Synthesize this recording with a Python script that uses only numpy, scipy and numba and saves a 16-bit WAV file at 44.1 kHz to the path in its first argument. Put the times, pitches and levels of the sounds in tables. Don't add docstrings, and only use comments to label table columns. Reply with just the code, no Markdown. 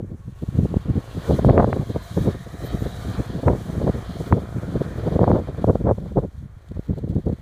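import sys
import numpy as np
from scipy import signal
from scipy.fft import rfft, irfft, next_fast_len
from scipy.io import wavfile
from scipy.ndimage import uniform_filter1d, minimum_filter1d, map_coordinates
from numba import njit

SR = 44100
rng = np.random.default_rng(int(sys.argv[2]) if len(sys.argv) > 2 else 0)


def transcribe(u):
    v = np.clip(np.atleast_2d(u).T, -1, 1)
    q = np.round(v * 32767).astype(np.int16)
    wavfile.write(sys.argv[1], SR, q)


N = 326781
TIME = np.arange(N) / SR

# t/s, level/dB
WIND = [(0, -31.5), (.12, -38), (.2, -42), (.29, -35), (.38, -41.5), (.6, -31.5), (.97, -31), (1.12, -41.5),
        (1.55, -23.5), (2.1, -37), (2.22, -34), (2.45, -37), (2.8, -32), (2.95, -34), (3.3, -35),
        (3.5, -26), (3.62, -32.5), (3.9, -29), (4.05, -38.5), (4.3, -32), (4.48, -36.5), (4.65, -29),
        (4.87, -32.5), (5.1, -28), (5.3, -25), (5.52, -29.5), (6.35, -36), (6.5, -35), (6.63, -49.5),
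        (6.77, -29.5), (6.85, -48), (6.93, -30), (7.16, -30.5), (7.23, -43), (7.3, -35), (7.41, -37)]
# f/Hz, gain/dB
PORT_RESPONSE = [(20, -27), (35, -15), (55, 1), (95, 3.5), (190, 1.5), (260, -3.5), (350, -3), (490, 1),
                 (620, -0.5), (770, -3.5), (1100, -4), (2200, -10.5), (2800, -15), (5000, -22)]


def undb(db):
    return 10 ** (np.asarray(db) / 20)


def unit(x):
    return x / np.sqrt(np.mean(x ** 2) + 1e-20)


def curves(table):
    s, *columns = np.transpose(table)
    return [np.interp(TIME, s, c) for c in columns]


def response(hz, points):
    f, db = np.transpose(points)
    octave, known = np.log2(hz + 1), np.log2(f)
    outside = np.abs(octave - np.clip(octave, known.min(), known.max()))
    return undb(np.interp(octave, known, db) - 20 * outside)


def colour(x, points):
    size = next_fast_len(len(x) + 4096)
    return irfft(rfft(x, size) * response(np.fft.rfftfreq(size, 1 / SR), points), size)[:len(x)]


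def noise(points):
    return unit(colour(rng.standard_normal(N), points))


def walk(rate_hz):
    step = max(int(SR / rate_hz), 2)
    ramps = np.interp(np.arange(N) / step, np.arange(N), rng.standard_normal(N))
    return unit(uniform_filter1d(ramps, step))


def resonance(hz, width_hz):
    phase = 2 * np.pi * np.cumsum(hz) / SR
    return walk(2 * width_hz) * np.cos(phase) + walk(2 * width_hz) * np.sin(phase)


def add(out, x, centre_s):
    at = int(centre_s * SR) - len(x) // 2 + np.arange(len(x))
    inside = (at >= 0) & (at < N)
    out[at[inside]] += x[inside]


@njit
def lowpass(x, hz, damping):
    y, band_state, low_state = np.empty(len(x)), 0., 0.
    for i in range(len(x)):
        g = np.tan(np.pi * hz[i] / SR)
        band = (band_state + g * (x[i] - low_state)) / (1 + g * (g + damping))
        y[i] = low_state + g * band
        band_state, low_state = 2 * band - band_state, 2 * y[i] - low_state
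    return y


def buffets(corner_ratio=1.048, order=3.61, spread=0.43, core=0.8, edge=1.79, split_hz=330, size=8192):
    # centre/s, level/dB, length/s, nominal corner/Hz
    strong_eddies = [(0.006, -23.5, 0.0069, 400), (0.032, -24, 0.012, 218), (0.126, -30, 0.044, 290.0),
                     (0.288, -31.5, 0.021, 212), (0.432, -20.5, 0.015, 310), (0.486, -17.5, 0.0074, 193),
                     (0.554, -20.5, 0.017, 228), (0.592, -9.5, 0.012, 257), (0.608, -19.5, 0.016, 218),
                     (0.632, -14.5, 0.012, 220), (0.655, -16.5, 0.013, 360), (0.724, -22.5, 0.016, 250.0),
                     (0.768, -10, 0.0086, 260), (0.858, -27, 0.011, 288), (0.901, -14.5, 0.023, 231),
                     (0.96, -18.5, 0.012, 286), (0.979, -15.5, 0.018, 300), (1.174, -24, 0.032, 307),
                     (1.308, -14, 0.034, 505), (1.343, -15, 0.026, 290.0), (1.394, -13.5, 0.0078, 580),
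                     (1.432, -19.5, 0.02, 300.0), (1.473, -10, 0.023, 303), (1.494, -11, 0.024, 580),
                     (1.506, -8, 0.0079, 405), (1.54, -17, 0.044, 470), (1.564, -18, 0.0096, 585),
                     (1.579, -7, 0.0088, 610), (1.599, -9, 0.02, 684), (1.628, -15, 0.011, 816),
                     (1.645, -10.5, 0.0064, 520), (1.682, -17, 0.022, 447), (1.731, -23, 0.016, 490),
                     (1.769, -19.5, 0.012, 520), (1.801, -14, 0.0063, 237), (1.907, -21.5, 0.02, 360.0),
                     (1.961, -18.5, 0.017, 510), (2.181, -15.5, 0.019, 440), (2.216, -18.5, 0.021, 222),
                     (2.276, -15, 0.04, 392), (2.351, -26, 0.011, 400), (2.472, -32, 0.015, 480),
                     (2.546, -27.5, 0.013, 322), (2.64, -28, 0.041, 393), (2.744, -18.5, 0.019, 296),
                     (2.825, -19.5, 0.015, 320.0), (2.864, -20.5, 0.015, 450), (3.093, -23, 0.035, 260.0),
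                     (3.2, -18, 0.024, 328), (3.304, -24, 0.013, 322), (3.357, -23.5, 0.038, 300.0),
                     (3.391, -29, 0.023, 553), (3.465, -15.5, 0.012, 230), (3.48, -13, 0.022, 615),
                     (3.504, -13.5, 0.02, 446), (3.535, -18.5, 0.016, 272), (3.551, -21.5, 0.009, 460),
                     (3.781, -19, 0.013, 296), (3.841, -15.5, 0.012, 320.0), (3.877, -16, 0.016, 600),
                     (3.897, -12, 0.012, 400), (3.96, -26, 0.02, 390.0), (4.101, -24.5, 0.016, 238),
                     (4.21, -23.5, 0.017, 420.0), (4.333, -15.5, 0.03, 380), (4.376, -19, 0.023, 450.0),
                     (4.571, -21, 0.019, 272), (4.637, -29.5, 0.035, 420.0), (4.693, -26, 0.013, 312),
                     (4.76, -16, 0.024, 340.0), (4.815, -15.5, 0.014, 450.0), (4.99, -27, 0.017, 476),
                     (5.076, -18, 0.021, 546), (5.119, -21, 0.017, 360.0), (5.161, -12, 0.01, 440),
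                     (5.217, -11.5, 0.021, 448), (5.237, -12.5, 0.019, 533), (5.282, -18, 0.021, 685),
                     (5.307, -11, 0.022, 443), (5.338, -12.5, 0.019, 338), (5.358, -16.5, 0.024, 670),
                     (5.387, -23.5, 0.031, 655), (5.488, -25, 0.012, 610), (5.59, -22, 0.015, 351),
                     (5.621, -23, 0.01, 270.0), (5.681, -14.5, 0.015, 513), (5.699, -9.5, 0.019, 517),
                     (5.756, -12, 0.0057, 560), (5.813, -20.0, 0.016, 310.0), (5.853, -16, 0.016, 346),
                     (5.884, -15, 0.038, 670), (5.914, -15, 0.012, 585), (6.062, -32, 0.0082, 580),
                     (6.18, -13, 0.025, 533), (6.238, -24, 0.032, 467), (6.434, -32.5, 0.023, 219),
                     (6.717, -25.5, 0.0071, 308), (6.795, -17.5, 0.0044, 317), (6.905, -16, 0.02, 270.0),
                     (7.041, -22, 0.019, 300.0), (7.107, -18.5, 0.014, 240.0), (7.165, -12.5, 0.0093, 283),
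                     (7.186, -20.5, 0.02, 301), (7.275, -17, 0.02, 390), (7.298, -17.5, 0.0079, 410.0),
                     (7.327, -20.0, 0.017, 300.0)]
    out = np.zeros(N)
    t, hz = (np.arange(size) - size // 2) / SR, np.fft.rfftfreq(size, 1 / SR)
    port = response(hz, PORT_RESPONSE)
    fast_share = 1 / (1 + (split_hz / (hz + 1)) ** 4)
    for s, db, length_s, corner_hz in [*strong_eddies, *lesser_eddies()]:
        swirl = rng.standard_normal(size)
        whole = rfft(swirl * np.exp(-.5 * np.abs(t / (spread * length_s)) ** edge))
        centre = rfft(swirl * np.exp(-.5 * np.abs(t / (spread * length_s * core)) ** edge))
        spectrum = (1 - fast_share) * whole + fast_share * centre
        spectrum /= np.sqrt(uniform_filter1d(np.abs(spectrum) ** 2, size=19) + 1e-12)
        rolloff = np.sqrt(1 + (hz / (corner_ratio * corner_hz)) ** (2 * order))
        thump = irfft(spectrum * port / rolloff)
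        add(out, thump * undb(db - 0.26) * np.sqrt(length_s * SR / np.sum(thump ** 2)), s)
    return out


def lesser_eddies(count=120, per_s=9, length_s=0.014, over_wind_db=1.5, scatter_db=3, ceiling_db=-27,
                  ceiling_corner_hz=387, octaves_per_db=0.3):
    gap, strength, stretch, tone = rng.random((count, 4)).T * 2 - 1
    s = np.cumsum(1 + .5 * gap) / per_s
    wind_db = np.interp(s, *np.transpose(WIND))
    db = np.minimum(wind_db + over_wind_db + scatter_db * strength, ceiling_db)
    corner_hz = ceiling_corner_hz * 2 ** (octaves_per_db * (db - ceiling_db) + .5 * tone)
    return np.column_stack([s, db, length_s * 2 ** (.5 * stretch), corner_hz])[s < TIME[-1]]


def rumble(corner_hz=195, ref_db=-30, octaves_per_db=0.16, surge_db=2, flutter_db=9, damping=1.48):
    db = curves(WIND)[0] + surge_db * np.tanh(walk(11))
    db += flutter_db * np.tanh(walk(80) / 2)
    hz = np.clip(corner_hz * 2 ** (octaves_per_db * (db - ref_db)), 60, 500)
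    air = lowpass(lowpass(noise(PORT_RESPONSE), hz, damping), 2 * hz, damping)
    air /= np.sqrt(uniform_filter1d(air ** 2, SR // 25) + 1e-12)
    return air * undb(db - 2.5)


def steepen(x, lead_s=0.00033, ramp_s=0.00079):
    advance_s = lead_s * np.tanh(uniform_filter1d(x, int(ramp_s * SR)))
    torn = map_coordinates(x, [(TIME + advance_s) * SR], mode="mirror")
    return colour(torn, [(20, 0.5), (2400, -0.5), (3000, -3), (4000, -33)])


def pops(recoil_s=0.00071, ring_s=0.002, ring_db=-4, thump_hz=105, thump_s=0.012, size=4096):
    # t/s, peak/dB, snap/s, ring/Hz, thump/dB re peak
    slaps = [(.742, -12, 0.00067, 414, -13), (1.448, -5, 0.00035, 540, -1), (1.498, -12.5, 0.0001, 594, 0),
             (1.579, -7, 0.000049, 560, -4), (1.599, -3, 0.00032, 490, -12),
             (1.645, -9, 0.00028, 524, -2.5), (1.73, -9, .0001, 635, -6), (2.175, -17, 0.0024, 480, 4),
             (3.483, -7, 0.000095, 920, -22), (4.326, -4.5, 0.00013, 950, 4),
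             (5.193, -6, 0.00043, 564, -24), (5.242, -9.5, 0.00024, 584, -12),
             (5.279, -7.5, 0.00036, 770, -2), (5.316, -7.5, 0.00025, 815, -8),
             (5.354, -8, 0.00047, 580, -26), (5.644, -5, 0.00049, 595, -10),
             (5.912, -4.5, .0006, 544, -1.5), (6.172, -8, 0.001, 616, -17)]
    snap_colour = [(150, 7.5), (500, -6.5), (1300, 5), (2000, 6), (2700, -1.5), (3300, -18), (4200, -58)]
    out, t = np.zeros(N), (np.arange(size) - size // 2) / SR
    after_s = np.maximum(t, 0)
    thump = np.sin(2 * np.pi * thump_hz * after_s)
    thump *= np.exp(-after_s / thump_s) * np.tanh(after_s / ring_s) ** 2
    for s, db, snap_s, ring_hz, thump_db in slaps:
        snap = colour(np.tanh(t / snap_s) * np.exp(-(t / recoil_s) ** 2), snap_colour)
        ring = np.sin(2 * np.pi * ring_hz * t) / np.cosh(2 * t / ring_s)
        slap = snap / np.abs(snap).max() + undb(ring_db) * ring
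        add(out, (undb(thump_db) * thump - slap / np.abs(slap).max()) * undb(db), s)
    return out


def track_rush(body_db=-1.4, roar_db=-2, hiss_db=-10, hiss_growth=1.29, flicker_db=1.6):
    # t/s, level/dB
    swells = [(0, -62), (.15, -63.5), (.55, -53.5), (1.05, -49), (1.28, -42.5), (1.55, -45.5),
              (1.85, -47.5), (2.23, -44), (2.5, -50.5), (2.68, -43.5), (3.1, -44.5), (3.5, -47),
              (4.22, -44.5), (4.42, -49.5), (5.15, -46), (6.47, -62.5), (6.75, -59.5), (7.41, -60)]
    # f/Hz, gain/dB
    roar_colour = [(120, -30), (300, -5), (500, -2), (690, -6), (790, -11), (1000, -31)]
    body_colour = [(600, -4), (780, 2.5), (900, 2), (1100, 4), (1350, 2.5), (1850, -0.5), (2050, -5.5),
                   (2400, -5.5), (2650, -15.5)]
    hiss_colour = [(2200, -39), (2400, -27), (2650, -17), (2800, -4.5), (2980, -4.5), (3150, 1.5),
                   (4100, -1.5), (4600, -3.5), (5200, -12), (6000, -33)]
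    swell_db, = curves(swells)
    hiss_swell_db = swell_db.mean() + hiss_growth * (swell_db - swell_db.mean())
    body = undb(body_db) * noise(body_colour)
    roar = undb(roar_db + flicker_db * walk(12)) * noise(roar_colour)
    hiss = undb(hiss_swell_db + hiss_db) * noise(hiss_colour)
    return (body + roar) * undb(swell_db + flicker_db * walk(22.04)) + hiss * undb(flicker_db * walk(45))


def snow_bounce(x):
    # t/s, lag/ms, level/dB
    path = [(0, 2.3, -23), (1.1, 2.14, -22), (1.7, 1.73, -11), (2, 1.9, -10), (2.4, 1.68, -22),
            (2.7, 1.6, -5), (2.9, 1.44, -14), (3.15, 1.23, -16), (3.6, 1.02, -22), (4.1, 0.97, -16),
            (4.7, 0.77, -25), (7.41, 0.96, -29)]
    lag_ms, db = curves(path)
    bounced = map_coordinates(x, [(TIME - lag_ms / 1000) * SR], mode="mirror")
    return (x + undb(db) * bounced) / np.sqrt(1 + undb(db) ** 2)


def engine(jitter=0.00605, imbalance=.35, uneven_db=2):
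    # t/s, rate/Hz, level/dB
    firing = [(0, 55, -66), (1.2, 56.4, -38), (2.2, 58.43, -62), (2.7, 59.3, -35.5), (3.3, 57.5, -51),
              (4.3, 55.85, -37), (5.5, 54.46, -36.5), (6.4, 54.7, -58), (7.4, 53.35, -53)]
    # f/Hz, gain/dB
    exhaust = [(40, -19), (70, 5.5), (115, 4.5), (200, -10), (330, -9.5), (520, -11.5), (700, -11),
               (850, -23), (1150, -25), (2000, -39), (4000, -69)]
    # t/s, f/Hz, level/dB
    whine = [(0, 1104, -73), (1, 1097, -55.5), (1.9, 1113, -60), (2.6, 1127, -77), (3.1, 1204, -53),
             (3.6, 1173, -67), (4.4, 1249, -53.5), (6.2, 1418, -73), (7.4, 1410, -75)]
    drone = [(1.2, 690, -100), (1.9, 680, -52), (2.5, 696, -53), (2.9, 713, -49), (3.3, 695, -53),
             (4.2, 691.4, -51), (4.8, 683, -63), (5.6, 683, -98)]
    firing_hz, firing_db = curves(firing)
    cycles = np.cumsum(firing_hz * (1 + jitter * walk(14))) / SR
    fired = np.diff(np.floor(cycles), prepend=0)
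    pulses = fired * (1 + imbalance * np.cos(np.pi * cycles)) * undb(uneven_db * walk(55))
    out = unit(colour(pulses, exhaust)) * undb(firing_db)
    for table, trim_db, width_hz in ((whine, -1, 22), (drone, 0, 60)):
        hz, db = curves(table)
        out += resonance(hz, width_hz) * undb(db + trim_db)
    return out


def gliding_bands(middle_width_hz=320, high_width_hz=210, fading_db=2):
    # t/s, f/Hz, level/dB
    middle_band = [(0, 2700, -86), (.5, 2770, -71), (1.12, 2810, -60), (1.35, 2370, -75), (2.1, 1780, -63),
                   (2.7, 1860, -54), (3.25, 1520, -61), (3.75, 1656, -70), (4.35, 1303, -55.5),
                   (4.75, 1500, -55), (5.1, 1836, -53.5), (5.6, 1876, -82), (7.41, 1970, -68)]
    high_band = [(1.2, 3930, -92), (1.7, 4000, -64), (2.05, 4080, -58), (2.2, 3710, -57), (2.35, 3780, -58),
                 (2.5, 3900, -69), (2.63, 4030, -54), (2.8, 3780, -61), (2.95, 3880, -55),
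                 (3.15, 4060, -62), (3.7, 4320, -74), (4.3, 4320, -100)]
    out = np.zeros(N)
    for table, width_hz in ((middle_band, middle_width_hz), (high_band, high_width_hz)):
        hz, db = curves(table)
        out += resonance(hz, width_hz) * undb(db + fading_db * walk(25.04))
    return out


def airy_hiss(trim_db=1.1, flicker_db=1.2):
    # f/Hz, gain/dB
    air_colour = [(4400, -26), (5200, -3), (6300, 1), (8000, -2.5), (10500, -4), (12000, -7.5), (15300, -8)]
    # t/s, level/dB
    swells = [(.04, -74.5), (.34, -71), (.56, -62.5), (.88, -65), (1.23, -56), (1.28, -52.5), (1.53, -61),
              (2.02, -58), (2.22, -52.5), (2.38, -60), (2.56, -60), (2.59, -54.5), (2.94, -54.5),
              (3.48, -59.5), (3.58, -57), (4.09, -60), (4.23, -55.5), (4.38, -62), (4.9, -59.5),
              (5.17, -61), (5.54, -67), (5.65, -63), (6.03, -69.5), (6.5, -75), (7.3, -72.5)]
    return noise(air_colour) * undb(curves(swells)[0] + trim_db + flicker_db * walk(50))


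def snow_crunch(grains_per_s=2000, scatter_db=6, clump_db=4, rise_s=0.0016, tick_db=-2.5, size=8192):
    # t/s, level/dB
    strength = [(0, -82), (.3, -75), (.55, -61), (1.1, -73), (6.3, -67.5), (6.48, -78), (6.75, -65),
                (7.41, -64.5)]
    # t/s, peak/dB, decay/s
    ticks = [(.388, -49, 0.01), (.421, -47, .016), (.55, -51, 0.022), (6.687, -44, .004),
             (6.718, -46, .004), (6.984, -43, .008), (7.26, -47, 0.0052)]
    # f/Hz, gain/dB
    crust_colour = [(1200, -6), (2600, -2.5), (3300, 4.5), (4300, 4), (5200, -8), (7000, -4.5),
                    (11000, -11), (15000, -10)]
    breaks = rng.random(N) < grains_per_s / SR
    grains = breaks * rng.standard_normal(N) * undb(scatter_db * rng.random(N))
    clumps = undb(clump_db * np.clip(walk(45), -2, 1))
    out = unit(colour(grains * clumps, crust_colour)) * undb(curves(strength)[0])
    t = (np.arange(size) - size // 2) / SR
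    for s, db, decay_s in ticks:
        envelope = np.exp(-np.maximum(t / decay_s, -t / rise_s))
        tick = colour(rng.standard_normal(size) * envelope, crust_colour)
        add(out, tick / np.abs(tick).max() * undb(db + tick_db), s)
    return out


def whistle(hz=13430, width_hz=170, trim_db=-5, flutter_db=2.5):
    # centre/s, level/dB, length/s
    bursts = [(2.04, -60, .05), (2.21, -54.5, .09), (2.66, -53, .04), (2.82, -57, .092), (4.285, -58, .03),
              (4.99, -65, .05)]
    gate = sum(undb(db) * np.exp(-2 * ((TIME - s) / length_s) ** 2) for s, db, length_s in bursts)
    return resonance(np.full(N, hz), width_hz) * gate * undb(trim_db + flutter_db * walk(90))


def scene():
    wind = steepen(rumble() + buffets()) + pops()
    rush = snow_bounce(track_rush())
    return (wind + rush + airy_hiss() + engine() + gliding_bands() + whistle() + snow_crunch())[None]


def record(dry):
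    ceiling, hold_samples, top_hz = .95, int(.004 * SR), 15350
    gain = minimum_filter1d(ceiling / np.maximum(np.abs(dry), ceiling), 2 * hold_samples)
    gain = uniform_filter1d(uniform_filter1d(gain, hold_samples), hold_samples)
    return signal.sosfilt(signal.ellip(10, .2, 70, top_hz, fs=SR, output="sos"), dry * gain)


dry = scene()
out = record(dry)
transcribe(out)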